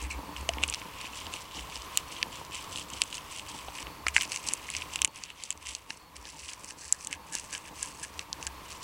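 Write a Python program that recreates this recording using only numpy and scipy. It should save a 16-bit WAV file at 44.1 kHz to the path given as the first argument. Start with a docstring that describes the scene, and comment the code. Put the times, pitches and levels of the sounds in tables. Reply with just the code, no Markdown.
"""Scraping bark with a knife edge

A knife edge scrapes a dry strip of bark on a split board, five or six strokes a second, heard close by.
The rasp is random tears ringing the modes of strip and fibres; snapping flakes are short blows to those modes.
The board answers with decaying knocks, a noise-driven rumble and low thuds.
Behind it lie shaped noise, a far rush with a hump near 1 kHz and a hiss, and a faint thin frequency-modulated trill."""
import sys
import numpy as np
from scipy import signal
from scipy.fft import rfft, irfft, next_fast_len
from scipy.io import wavfile
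from scipy.ndimage import uniform_filter1d, map_coordinates

SR = 44100
rng = np.random.default_rng(int(sys.argv[2]) if len(sys.argv) > 2 else 0)


def to_wav(s):
    """Save 16-bit WAV."""
    ch = np.atleast_2d(s).T  # columns
    pcm = np.round(np.clip(ch, -1, 1) * 32767)  # PCM
    wavfile.write(sys.argv[1], SR, pcm.astype(np.int16))


N = 389403  # length in samples


def amp(db):
    """Decibels to amplitude ratio: 20 dB is a factor of ten."""
    return 10 ** (np.asarray(db) / 20)


def unit(x):
    """Normalisation to an rms of 1."""
    return x / np.sqrt(np.mean(x ** 2) + 1e-20)


def along(points, hz):
    """Spectral envelope: (Hz, value) points joined on a logarithmic frequency axis."""
    f, v = np.transpose(points)
    return np.interp(np.log(hz + 1), np.log(f + 1), v)


def curves(rows):
    """Linear interpolation: one value per sample for each column after the time."""
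    s, *columns = np.transpose(rows)
    return [np.interp(np.arange(N) / SR, s, column) for column in columns]


def wobble(rate):
    """Slow random modulation: a smooth curve through rate random knots a second."""
    knots = rng.standard_normal(int(N * rate / SR) + 4)
    return map_coordinates(knots, [np.arange(N) * rate / SR])


def bumps(rows, rise_db_s, fall_db_s):
    """Exponential growth and decay: the gain rises to each (s, dB) peak and fades."""
    t = np.arange(0, N / SR, .002)
    gain = sum(amp(db - np.maximum(rise_db_s * (s - t), fall_db_s * (t - s))) for s, db in rows)
    return np.interp(np.arange(N) / SR, t, gain)


def filtered(x, response):
    """Linear filtering: the spectrum times a response of frequency, zero-padded."""
    m = next_fast_len(N + SR // 2)
    return irfft(rfft(x, m) * response(np.fft.rfftfreq(m, 1 / SR)), m)[..., :N]


def body(modes, f):
    """Modal superposition: causal resonances summed with alternating sign."""
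    total = 0
    for k, (centre, width, db) in enumerate(modes):
        resonance = 1j * f * width / (centre ** 2 - f ** 2 + 1j * f * width)
        total = total + (-1) ** k * amp(db) * resonance
    return total


def grains(rate, spread_db, smooth):
    """Stick-slip excitation: irregular tears of very uneven size on a smooth noise rub."""
    size_db = spread_db * np.minimum(rng.exponential(size=N), 4)
    tears = (rng.random(N) < rate / SR) * amp(size_db) * rng.choice([-1, 1], N)
    return unit(unit(tears) + smooth * rng.standard_normal(N))


def rolled_off(x):
    """Low-pass filtering: the microphone rolls off above 11 kHz, so rasp and snaps lose their top."""
    return signal.sosfilt(signal.butter(4, 11000, fs=SR, output="sos"), x)


# sudden dip and slow return of the background level: start_s, level_db
DIP = [(0, 0), (5.05, -1.5), (5.062, -9), (6.3, -8.5), (8.83, -2)]
# spectral shape of the rush, relative: pitch_hz, density_db (per Hz)
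RUSH_COLOUR = [(30, -10.5), (60, 3), (226, -10.5), (450, -8), (617, -8.5), (830, -9), (1030, 3), (1200, -4),
               (1470, -11.5), (2500, -11), (4000, -16), (7700, -22.5), (11500, -23.5), (16000, -27)]
# stereo width of the rush: pitch_hz, side_minus_mid_db
RUSH_WIDTH = [(60, -13), (400, -13), (800, -20), (1300, -94), (5000, -59), (10000, -8.5)]
# spectral shape of the hiss, relative: pitch_hz, density_db (per Hz)
HISS_COLOUR = [(3000, -27.5), (8000, -35), (12000, 6.5), (16000, 6.5)]


def background():
    """Coloured noise: a nearly mono rush that breathes a little, and hiss independent in each channel."""
    breathing = amp(1.1 * wobble(13) + 0.22 * wobble(2.34))
    mid, side = rng.standard_normal((2, N)) * breathing
    mid = filtered(mid, lambda f: amp(along(RUSH_COLOUR, f)))
    side = filtered(side, lambda f: amp(along(RUSH_COLOUR, f)) * amp(along(RUSH_WIDTH, f)))
    rush = np.array([mid + side, mid - side]) / np.std(mid)
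    hiss = unit(filtered(rng.standard_normal((2, N)), lambda f: amp(along(HISS_COLOUR, f))))
    return amp(curves(DIP)[0]) * (amp(-46.0) * rush + amp(-60.0) * hiss)


# notes of the thin trill: start_s, end_s, level_db (before the flutter), pitch_hz
TRILL_NOTES = [(.18, .48, -62, 4450), (1.25, 1.4, -65, 4400), (2.02, 2.26, -62, 4400),
               (2.88, 2.96, -62, 4400), (3.7, 4.04, -62, 4450), (5.07, 5.16, -66, 4400),
               (5.29, 5.35, -65, 4400), (5.93, 6.1, -65, 4380), (6.76, 6.92, -64, 4400),
               (7.18, 7.26, -65, 4450), (7.9, 7.99, -64, 4400), (8.5, 8.62, -62, 4330)]


def trill():
    """Frequency modulation: narrow far notes shaken 80 times a second, with a fluttering level."""
    out = np.zeros(N)
    for start, end, db, hz in TRILL_NOTES:
        length = end - start
        t = np.arange(round(length * SR)) / SR
        gate = np.clip(np.minimum(t, length - t) / 0.013, 0, 1)
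        phase = 2 * np.pi * hz * t + .9 * np.sin(2 * np.pi * 80 * t)
        out[round(start * SR):][:len(t)] += amp(db) * gate * np.sin(phase)
    return out * (1.1 + .65 * unit(wobble(150)))


# the blade knocks the board: start_s, peak_db, pitch_hz, t60_s
BLADE_KNOCKS = [(0.4918, -21, 677, 0.038), (.636, -17, 1530, 0.004), (3.684, -28, 790, 0.018),
                (4.0665, -17.5, 1310, 0.017), (4.165, -24, 885, 0.013), (5.9055, -31.5, 1690, 0.017)]


def knocks():
    """Free decay: each knock of the blade is one exponentially damped sine."""
    out, t = np.zeros(N + SR), np.arange(SR // 10) / SR
    for s, db, hz, t60 in BLADE_KNOCKS:
        out[round(s * SR):][:len(t)] += amp(db - 60 * t / t60) * np.sin(2 * np.pi * hz * t)
    return out[:N]


# resonances of the board on the ground: pitch_hz, width_hz, level_db
BOARD_MODES = [(160, 37, -1.5), (298.7, 37, 0.5), (495, 92, -7), (901, 63, 1)]
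# rumble level before its lumps: start_s, level_db
RUMBLE_LEVEL = [(0, -49), (.8, -54.5), (2, -56), (3.5, -52.5), (5.05, -57), (5.07, -63), (6.5, -60),
                (7.6, -54.5), (8.83, -58)]
RUMBLE_LUMPS_DB = 3.8


def rumble():
    """Forced vibration: irregular pushes drive the board's modes in uneven lumps."""
    pushes = grains(60, spread_db=3, smooth=.7)
    driven = filtered(pushes, lambda f: body(BOARD_MODES, f) * body([(397, 2200, 0)], f))
    return amp(curves(RUMBLE_LEVEL)[0] + RUMBLE_LUMPS_DB * wobble(22)) * unit(driven)


# the board rocking under the hand: start_s (of the peak), level_db
ROCKING = [(.05, -30), (.17, -34.5), (.42, -35), (.54, -35), (.62, -36), (.69, -40), (.8, -52), (1.28, -44),
           (1.62, -40.5), (1.79, -42), (2.02, -53), (2.21, -54), (2.41, -54), (2.61, -50), (2.78, -45),
           (2.97, -45), (3.54, -56), (3.69, -47), (3.86, -44), (4.085, -39), (4.17, -46), (4.77, -44),
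           (5.02, -46), (5.58, -54), (5.7, -48), (6.2, -47), (6.32, -54), (6.44, -49), (6.86, -50),
           (7.01, -60), (7.16, -50), (7.8, -47), (8.19, -49), (8.36, -50), (8.48, -44)]
THUD_RISE_DB_S, THUD_FALL_DB_S = 314, 261


def thuds():
    """Low-mode resonance: one mode of wandering pitch swells at each rocking of the board."""
    low_hz = 68 + 6 * wobble(14)
    phase = 2 * np.pi * np.cumsum(low_hz) / SR
    return bumps(ROCKING, THUD_RISE_DB_S, THUD_FALL_DB_S) * np.sin(phase)


# partials of a short falling squeak: pitch_hz (at its start), level_db (before wobble and decay)
SQUEAK_PARTIALS = [(2350, -32.5), (2750, -39), (4230, -39), (5950, -49), (7600, -41.5)]


def squeak():
    """Frictional vibration: a few fuzzy partials that sag as the edge slows."""
    t = np.arange(N) / SR - .103  # seconds since the squeak starts
    swell = np.clip(t / 0.002814, 0, 1) * amp(-400 * np.clip(t, 0, 1))
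    sag = t - .5 * t * np.clip(t, 0, .1)  # slowed time lowers every partial alike
    return swell * sum(amp(db) * wobble(300) * np.sin(2 * np.pi * hz * sag) for hz, db in SQUEAK_PARTIALS)


# passes of the edge: start_s, peak_s, end_s, strip_level_db, strip_centre_hz, fibre_level_db, fibre_centre_hz
PASSES = [(-.05, 0.033, .09, -41, 2500, -45.5, 7400), (0.098, 0.11, .15, -44, 2330, -42.5, 6910),
          (0.36, 0.37, .46, -43.5, 2650, -46.5, 7000), (0.514, .541, .565, -52, 2460, -62, 7500),
          (0.583, 0.646, .68, -40.5, 2570, -47, 7050), (.64, 0.738, .9, -47.5, 2870, -49.5, 6250),
          (0.9, 1.044, 1.12, -44, 2620, -49.5, 5910), (1.11, 1.188, 1.3, -44, 3030, -45, 5600),
          (1.293, 1.345, 1.48, -47, 2950, -46.5, 6190), (1.478, 1.57, 1.66, -44, 2950, -46, 6100),
          (1.663, 1.74, 1.87, -43.5, 2910, -45.5, 6630), (1.88, 1.975, 2.04, -44.5, 3045, -46, 6430),
          (2.063, 2.14, 2.27, -45, 2920, -47, 6480), (2.26, 2.364, 2.5, -48, 2970, -49, 6110),
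          (2.5, 2.552, 2.68, -43, 2965, -42.5, 6300), (2.674, 2.763, 2.87, -45, 3120, -41.5, 6600),
          (2.876, 2.985, 3.07, -45, 2930, -44.5, 6400), (3.04, 3.164, 3.23, -47, 3200, -45, 7400),
          (3.236, 3.37, 3.44, -45.5, 2780, -45, 6500), (3.44, 3.52, 3.7, -46, 2990, -46.5, 6710),
          (3.672, 3.814, 3.835, -44, 2560, -45, 6840), (4.06, 4.073, 4.13, -48, 2200, -48, 6550),
          (4.133, 4.172, 4.21, -40, 2370, -37, 6380), (4.19, 4.216, 4.28, -38.5, 2470, -40, 6520),
          (4.276, 4.345, 4.4, -42, 2620, -39, 7060), (4.38, 4.492, 4.6, -41.5, 2660, -41.5, 7020),
          (4.592, 4.772, 4.87, -41.5, 2710, -43.5, 6140), (4.873, 4.958, 5.06, -45.5, 2730, -47.5, 6670),
          (5.128, 5.163, 5.24, -48.5, 2670, -50, 7280), (5.192, 5.247, 5.275, -49, 2720, -49.5, 6230),
          (5.248, 5.287, 5.33, -49, 2840, -56, 6800), (5.34, 5.437, 5.5, -49, 2900, -50, 6900),
          (5.47, 5.514, 5.54, -51, 2700, -51, 6920), (5.602, 5.69, 5.82, -46.5, 2770, -46, 6700),
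          (5.957, 5.972, 5.99, -59, 2600, -52, 7500), (5.856, 5.926, 5.96, -51, 2670, -50, 6760),
          (6.156, 6.154, 6.2, -55, 2280, -52, 5800), (6.2, 6.307, 6.38, -51, 2640, -49, 6240),
          (6.344, 6.506, 6.57, -48.5, 2660, -44, 6310), (6.564, 6.695, 6.755, -54, 2340, -46.5, 6760),
          (6.76, 6.837, 6.96, -53, 2325, -44.5, 6400), (6.938, 7.046, 7.1, -54, 2520, -47, 6940),
          (7.097, 7.137, 7.165, -42.5, 2500, -48, 6680), (7.26, 7.283, 7.315, -52, 2620, -49, 7000),
          (7.313, 7.352, 7.49, -46, 2690, -40.5, 7200), (7.475, 7.54, 7.62, -48.5, 2600, -45, 6900),
          (7.614, 7.658, 7.715, -51.5, 2580, -52, 7190), (7.72, 7.83, 7.96, -49, 2660, -43, 7100),
          (7.95, 8.03, 8.11, -51, 2470, -46.5, 7400), (8.1, 8.217, 8.235, -52, 2200, -52, 6100),
          (8.393, 8.432, 8.5, -53.5, 2500, -50, 6700), (8.61, 8.737, 8.79, -51, 2800, -48.5, 5950),
          (8.776, 8.838, 8.9, -49.5, 2700, -47, 6060)]
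REST_DB = -63  # the edge stays on the bark between strokes
SAG_DB = 8.5  # slow fall away from the peak
STRIP_EDGE_DB, FIBRE_EDGE_DB, ROUNDNESS = 11.5, 11.5, 3.1  # steep fall at both ends, and its abruptness


def swells(peak_db, edge_db):
    """Addition of powers: the level in dB as each stroke swells to its peak, sags and stops."""
    t = np.arange(0, N / SR, .002)
    power = amp(REST_DB + np.interp(t, *np.transpose(DIP))) ** 2
    for (start, peak, end, *_), db in zip(PASSES, peak_db):
        # 0 at the peak, 1 at either end of the stroke
        away = np.where(t < peak, (peak - t) / abs(peak - start), (t - peak) / abs(end - peak))
        power = power + amp(db - SAG_DB * away - edge_db * away ** ROUNDNESS) ** 2
    return np.interp(np.arange(N) / SR, t, 10 * np.log10(power))


def voice(part):
    """Source control: level in dB and centre in Hz of strip (0) or fibres (1) along the strokes."""
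    rows = np.array(PASSES)
    level_db = swells(rows[:, 3 + 2 * part], (STRIP_EDGE_DB, FIBRE_EDGE_DB)[part])
    centre_hz = curves(rows[:, [1, 4 + 2 * part]])[0]
    return level_db, centre_hz


CHIP_STRIP_DB, CHIP_FIBRE_DB = 7.5, 10.5  # mean peak over the rasp level
CHIP_SCATTER_DB, CHIP_PITCH_SPREAD = 3, 0.081  # standard deviations, pitch in log frequency


def chips(count):
    """Random events: small flakes at chance moments, their strength following the stroke under them."""
    at, draw = rng.integers(0, N, count), rng.standard_normal((count, 4))
    (strip_db, strip_hz), (fibre_db, fibre_hz) = voice(0), voice(1)
    pitch = np.exp(CHIP_PITCH_SPREAD * draw[:, 2:])
    low_db = strip_db[at] + CHIP_STRIP_DB + CHIP_SCATTER_DB * draw[:, 0]
    high_db = fibre_db[at] + CHIP_FIBRE_DB + CHIP_SCATTER_DB * draw[:, 1]
    low_hz, high_hz = strip_hz[at] * pitch[:, 0], fibre_hz[at] * pitch[:, 1]
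    return list(zip(at / SR, low_db, low_hz, high_db, high_hz, high_db - 26))


def ring(modes, hz, reach, rumple, t60):
    """Impulse response: a blow and a dying rattle through the modes nearest hz, scaled to peak 1."""
    size = 1024
    f, t = np.fft.rfftfreq(size, 1 / SR), np.arange(size) / SR
    force = rumple * rng.standard_normal(size) * amp(-60 * t / t60)
    force[0] = 1
    # each break detunes the modes a little and weakens those far from hz
    near = [(c * (1 + rng.normal(0, .035)), w, db - reach * np.log2(c / hz) ** 2) for c, w, db in modes]
    flake = body([(hz, 0.12 * hz, -6)], f)  # the loose flake adds a pitch of its own
    y = irfft(rfft(force) * (body(near, f) + flake) * body([(hz, 1.46 * hz, 0)], f), size)
    return y / np.abs(y).max()


# resonances of the bark strip: pitch_hz, width_hz, level_db
STRIP_MODES = [(1614, 194, 0), (2190, 343, 4.5), (2810, 335, 7.5), (3720, 1840, 0)]
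# resonances of its torn fibres: pitch_hz, width_hz, level_db
FIBRE_MODES = [(4500, 1220, 1.5), (6310, 850, 1.5), (7840, 990, -0.5), (10500, 1000, -3)]
# louder flakes, peaks before the roll-off: start_s, strip_peak_db, strip_hz, fibre_peak_db, fibre_hz,
# crack_peak_db (thin crack, not rolled off)
FLAKES = [(0.3641, -25.5, 2640, -37, 6603, -60), (0.4904, -12.5, 2440, -12.5, 6200, -60),
          (.536, -27.5, 2393, -29, 5100, -60), (0.5838, -23.5, 2458, -41, 6060, -60),
          (.63, -21, 2810, -25, 8270, -60), (0.6364, -9.5, 2706, -13.5, 6600, -60),
          (.6794, -43, 2280, -19, 8490, -60), (.687, -23.5, 3100, -23.5, 4460, -60),
          (0.699, -34.5, 2760, -14, 8200, -60), (.7261, -24, 2930, -25, 6000, -44),
          (0.7387, -21.5, 3200, -17, 5521, -60), (.7453, -26, 2900, -15.5, 5650, -60),
          (0.817, -28, 2374, -50.5, 6510, -60), (1.2673, -26, 3570, -48, 4960, -60),
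          (1.3382, -24, 3100, -23.5, 7660, -60), (1.5932, -28, 2450, -44, 7230, -60),
          (1.758, -38, 2740, -23, 5540, -60), (1.8204, -33, 3470, -27, 5610, -60),
          (1.9737, -11.5, 3480, -7, 7340, -15), (2.228, -12.5, 2780, -23, 4540, -60),
          (2.2285, -17.5, 1970, -12, 4430, -60), (2.4498, -50.5, 2880, -30, 5900, -60),
          (2.7591, -21.5, 3100, -30, 6200, -60), (2.7741, -29, 3030, -27, 6530, -60),
          (2.7967, -33, 3070, -27, 8600, -60), (2.7851, -27.5, 2970, -27, 7260, -60),
          (2.9018, -39.5, 2970, -27, 7280, -60), (2.9356, -34, 2980, -24.5, 6740, -60),
          (3.0182, -10.5, 3041, -6, 6040, -32), (3.037, -34, 3300, -21.5, 7630, -60),
          (3.127, -25, 3043, -37, 7410, -60), (3.1436, -31, 3080, -25, 7640, -60),
          (3.1803, -28, 3080, -28, 5210, -60), (3.3745, -35, 3203, -29, 7330, -60),
          (3.396, -26.5, 3050, -39.5, 5990, -60), (3.6848, -32, 2870, -43, 5210, -60),
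          (3.8271, -30, 2680, -27, 6300, -60), (3.869, -27.5, 2630, -44.5, 6680, -60),
          (4.0671, -14.5, 1746, -18, 4480, -60), (4.068, -20, 2205, -34, 4670, -60),
          (4.0831, -14, 2400, -14.5, 7500, -37.5), (4.0855, -28, 2420, -26, 5410, -60),
          (4.1462, -27, 2310, -21.5, 6440, -60), (4.1588, -26, 2300, -25, 7290, -60),
          (4.1644, -2, 1960, -14.5, 6297, -38.5), (4.1673, -33.5, 2150, -16, 7180, -60),
          (4.1718, -20, 2330, -17, 5800, -60), (4.18, -15, 1960, -21, 6457, -60),
          (4.2023, -26, 2480, -22, 6440, -60), (4.2103, -17, 3100, -15, 5070, -40),
          (4.2216, -22, 2482, -19, 7660, -27.5), (4.2327, -23, 2260, -21, 7450, -45),
          (4.3193, -23, 2500, -17.5, 6090, -39.5), (4.3608, -23.5, 2385, -16, 6770, -45),
          (4.373, -32, 2660, -21.5, 6129, -60), (4.4746, -31, 3000, -19, 5790, -45),
          (4.487, -28, 2720, -11, 6400, -49), (4.536, -29, 2690, -6.5, 8512, -40),
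          (4.689, -27, 1920, -39, 6490, -60), (4.702, -28, 3200, -18, 8600, -45),
          (4.75, -20, 2661, -23, 4580, -60), (4.7663, -30, 2760, -15, 5900, -60),
          (4.7707, -32, 2820, -25, 6201, -60), (4.8208, -24, 2843, -40.5, 5460, -60),
          (4.9362, -31, 2740, -25, 6800, -60), (4.9583, -18, 2802, -16, 6650, -37),
          (4.99, -26.5, 2810, -36, 7250, -45), (5.0181, -13, 2760, -6, 7223, -30),
          (5.0268, -28, 3050, -24.5, 5260, -60), (5.0472, -11, 2800, -3.5, 7340, -28.5),
          (5.0538, -22, 2750, -18, 7640, -60), (5.076, -33.5, 2860, -26.5, 7780, -60),
          (5.237, -31, 2940, -19.5, 5760, -60), (5.3027, -29, 2820, -36, 8556, -60),
          (5.437, -41, 2960, -20.5, 6420, -60), (5.5052, -22, 2630, -13, 7400, -34.5),
          (5.5133, -35, 3000, -24, 6700, -60), (5.5262, -36, 2720, -27, 6790, -60),
          (5.5754, -48.5, 2570, -34, 6800, -60), (5.6698, -30, 2521, -23, 6400, -60),
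          (5.6894, -29.5, 3120, -25, 6210, -60), (5.7503, -27.5, 3060, -16, 5980, -60),
          (5.9046, -24.5, 2421, -21, 4900, -63), (6.1656, -39, 2850, -27.5, 6400, -60),
          (6.2537, -33, 3390, -31, 4670, -60), (6.489, -27.5, 2905, -33, 6230, -60),
          (6.534, -34, 2422, -25, 6545, -60), (6.6453, -39, 3000, -24.5, 7400, -60),
          (6.707, -33.5, 2620, -25, 6300, -60), (6.837, -42, 2040, -33, 6117, -60),
          (6.9251, -31.5, 2458, -1.5, 7750, -41), (7.0476, -43, 2580, -22, 7480, -60),
          (7.0715, -29, 3350, -16, 7672, -34), (7.1114, -44, 2900, -27, 6830, -60),
          (7.1281, -19, 2350, -17, 6600, -60), (7.325, -46.5, 2840, -25, 7600, -60),
          (7.334, -39, 3060, -24, 6890, -60), (7.3416, -41, 3170, -24, 7460, -42.5),
          (7.352, -32, 3105, -11.5, 6640, -35.5), (7.3853, -41.5, 2680, -25, 7140, -60),
          (7.3985, -43.5, 2820, -22, 7150, -60), (7.5414, -41, 2550, -25, 8240, -60),
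          (7.55, -22, 2360, -24, 5340, -60), (7.5786, -36.5, 2850, -26, 7607, -60),
          (7.8286, -35, 2016, -12, 7500, -39), (7.8587, -39, 2960, -25, 7510, -60),
          (8.036, -38.5, 2340, -23.5, 8500, -60), (8.1929, -21, 3300, -17, 5360, -60),
          (8.329, -23, 3774, -14, 5670, -60), (8.4272, -29, 2540, -23.5, 6766, -60),
          (8.4678, -26.5, 2457, -16.5, 6300, -42.5), (8.4723, -30, 3120, -21, 6800, -60)]


def snaps():
    """Impulsive excitation: each flake rings strip and fibres at its own strengths, slightly off centre."""
    out, thin = np.zeros((2, N + SR)), np.zeros(N + SR)
    for s, strip_db, strip_hz, fibre_db, fibre_hz, crack_db in [*FLAKES, *chips(count=120)]:
        low = amp(strip_db) * ring(STRIP_MODES, strip_hz, reach=33.6, rumple=0.068, t60=0.016)
        high = amp(fibre_db) * ring(FIBRE_MODES, fibre_hz, reach=21.3, rumple=0.086, t60=0.011)
        jolt = amp(strip_db - 12.5) * ring([(1540, 4200, 0)], 1300, reach=0, rumple=0.11, t60=0.0098)
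        aside = 0.052 * amp(fibre_db) * ring(FIBRE_MODES, fibre_hz, reach=9.87, rumple=0.15, t60=0.012)
        crack = amp(crack_db) * ring([(13800, 3200, 0)], 11400, reach=0, rumple=0.59, t60=0.0044)
        sides = np.outer([1, -1], aside) * rng.choice([-1, 1])  # opposite sign in the two channels
        at = round(s * SR)
        out[:, at:][:, :len(low)] += low + high + jolt + sides
        thin[at:][:len(low)] += crack
    return (rolled_off(out) + thin)[:, :N]


# the loose end of the strip buzzes, later strokes only: start_s (of the peak), level_db
LOOSE_END = [(6.26, -58), (6.52, -58), (6.71, -56), (6.83, -58), (6.93, -54), (7.13, -49), (7.35, -48),
             (7.42, -58), (7.55, -47), (7.67, -58), (7.84, -56), (8.04, -52), (8.34, -61), (8.47, -52)]


def flaps(rub):
    """Sympathetic resonance: the rub sets the loose end buzzing near 1.7 kHz."""
    buzz = unit(filtered(rub, lambda f: body([(1667, 270, 0)], f) ** 2))
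    return bumps(LOOSE_END, rise_db_s=400, fall_db_s=400) * buzz


def scraped(control, response, rest_hz, follow, force, patchy_db):
    """Time-varying filtering: tears ring sliding modes; each patch of bark favours other frequencies."""
    level_db, centre_hz = control
    f, t, z = signal.stft(force, SR, nperseg=256, noverlap=192)
    centre = np.interp(t * SR, np.arange(N), centre_hz)
    slide = np.clip(centre / rest_hz, .85, 1.25) ** follow  # follow below 1: modes move less than the centre
    patches = uniform_filter1d(rng.standard_normal(z.shape), size=8, axis=0)
    patches = uniform_filter1d(patches, size=4, axis=1)
    z = z * response(f[:, None] / slide) * amp(patchy_db * unit(patches))
    return amp(level_db) * unit(signal.istft(z, SR, nperseg=256, noverlap=192)[1][:N])


def rasp():
    """Stick-slip friction: tears clump as the edge catches and slips; strip and fibres share some."""
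    catch = wobble(70)
    shared = grains(600, spread_db=5, smooth=.5)
    rub = amp(2.1 * catch) * (shared + 1.5 * grains(700, spread_db=4, smooth=0.73))
    tear = amp(2.508 * catch) * (shared + 1.08 * grains(400, spread_db=4, smooth=.55))
    strip_response = lambda f: body(STRIP_MODES, f) * body([(2790, 590, 0)], f)
    fibre_response = lambda f: body(FIBRE_MODES, f) * body([(7370, 7000, 0)], f) ** 2
    strip = scraped(voice(0), strip_response, rest_hz=2830, follow=0.87, force=rub, patchy_db=2.8)
    fibre = scraped(voice(1), fibre_response, rest_hz=6930.0, follow=0.39, force=tear, patchy_db=2.7)
    return rolled_off(strip + fibre + flaps(rub))


def scene():
    """Linear superposition of all sources; only snaps and background differ between the channels."""
    board = knocks() + rumble() + thuds()
    return background() + trill() + board + squeak() + snaps() + rasp()


def record(dry):
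    """Band limiting and clipping: nothing from 15.9 kHz up passes the filter, then peaks stop at 0.99."""
    return np.clip(filtered(dry, lambda hz: hz < 15900), -.99, .99)


dry = scene()
out = record(dry)
to_wav(out)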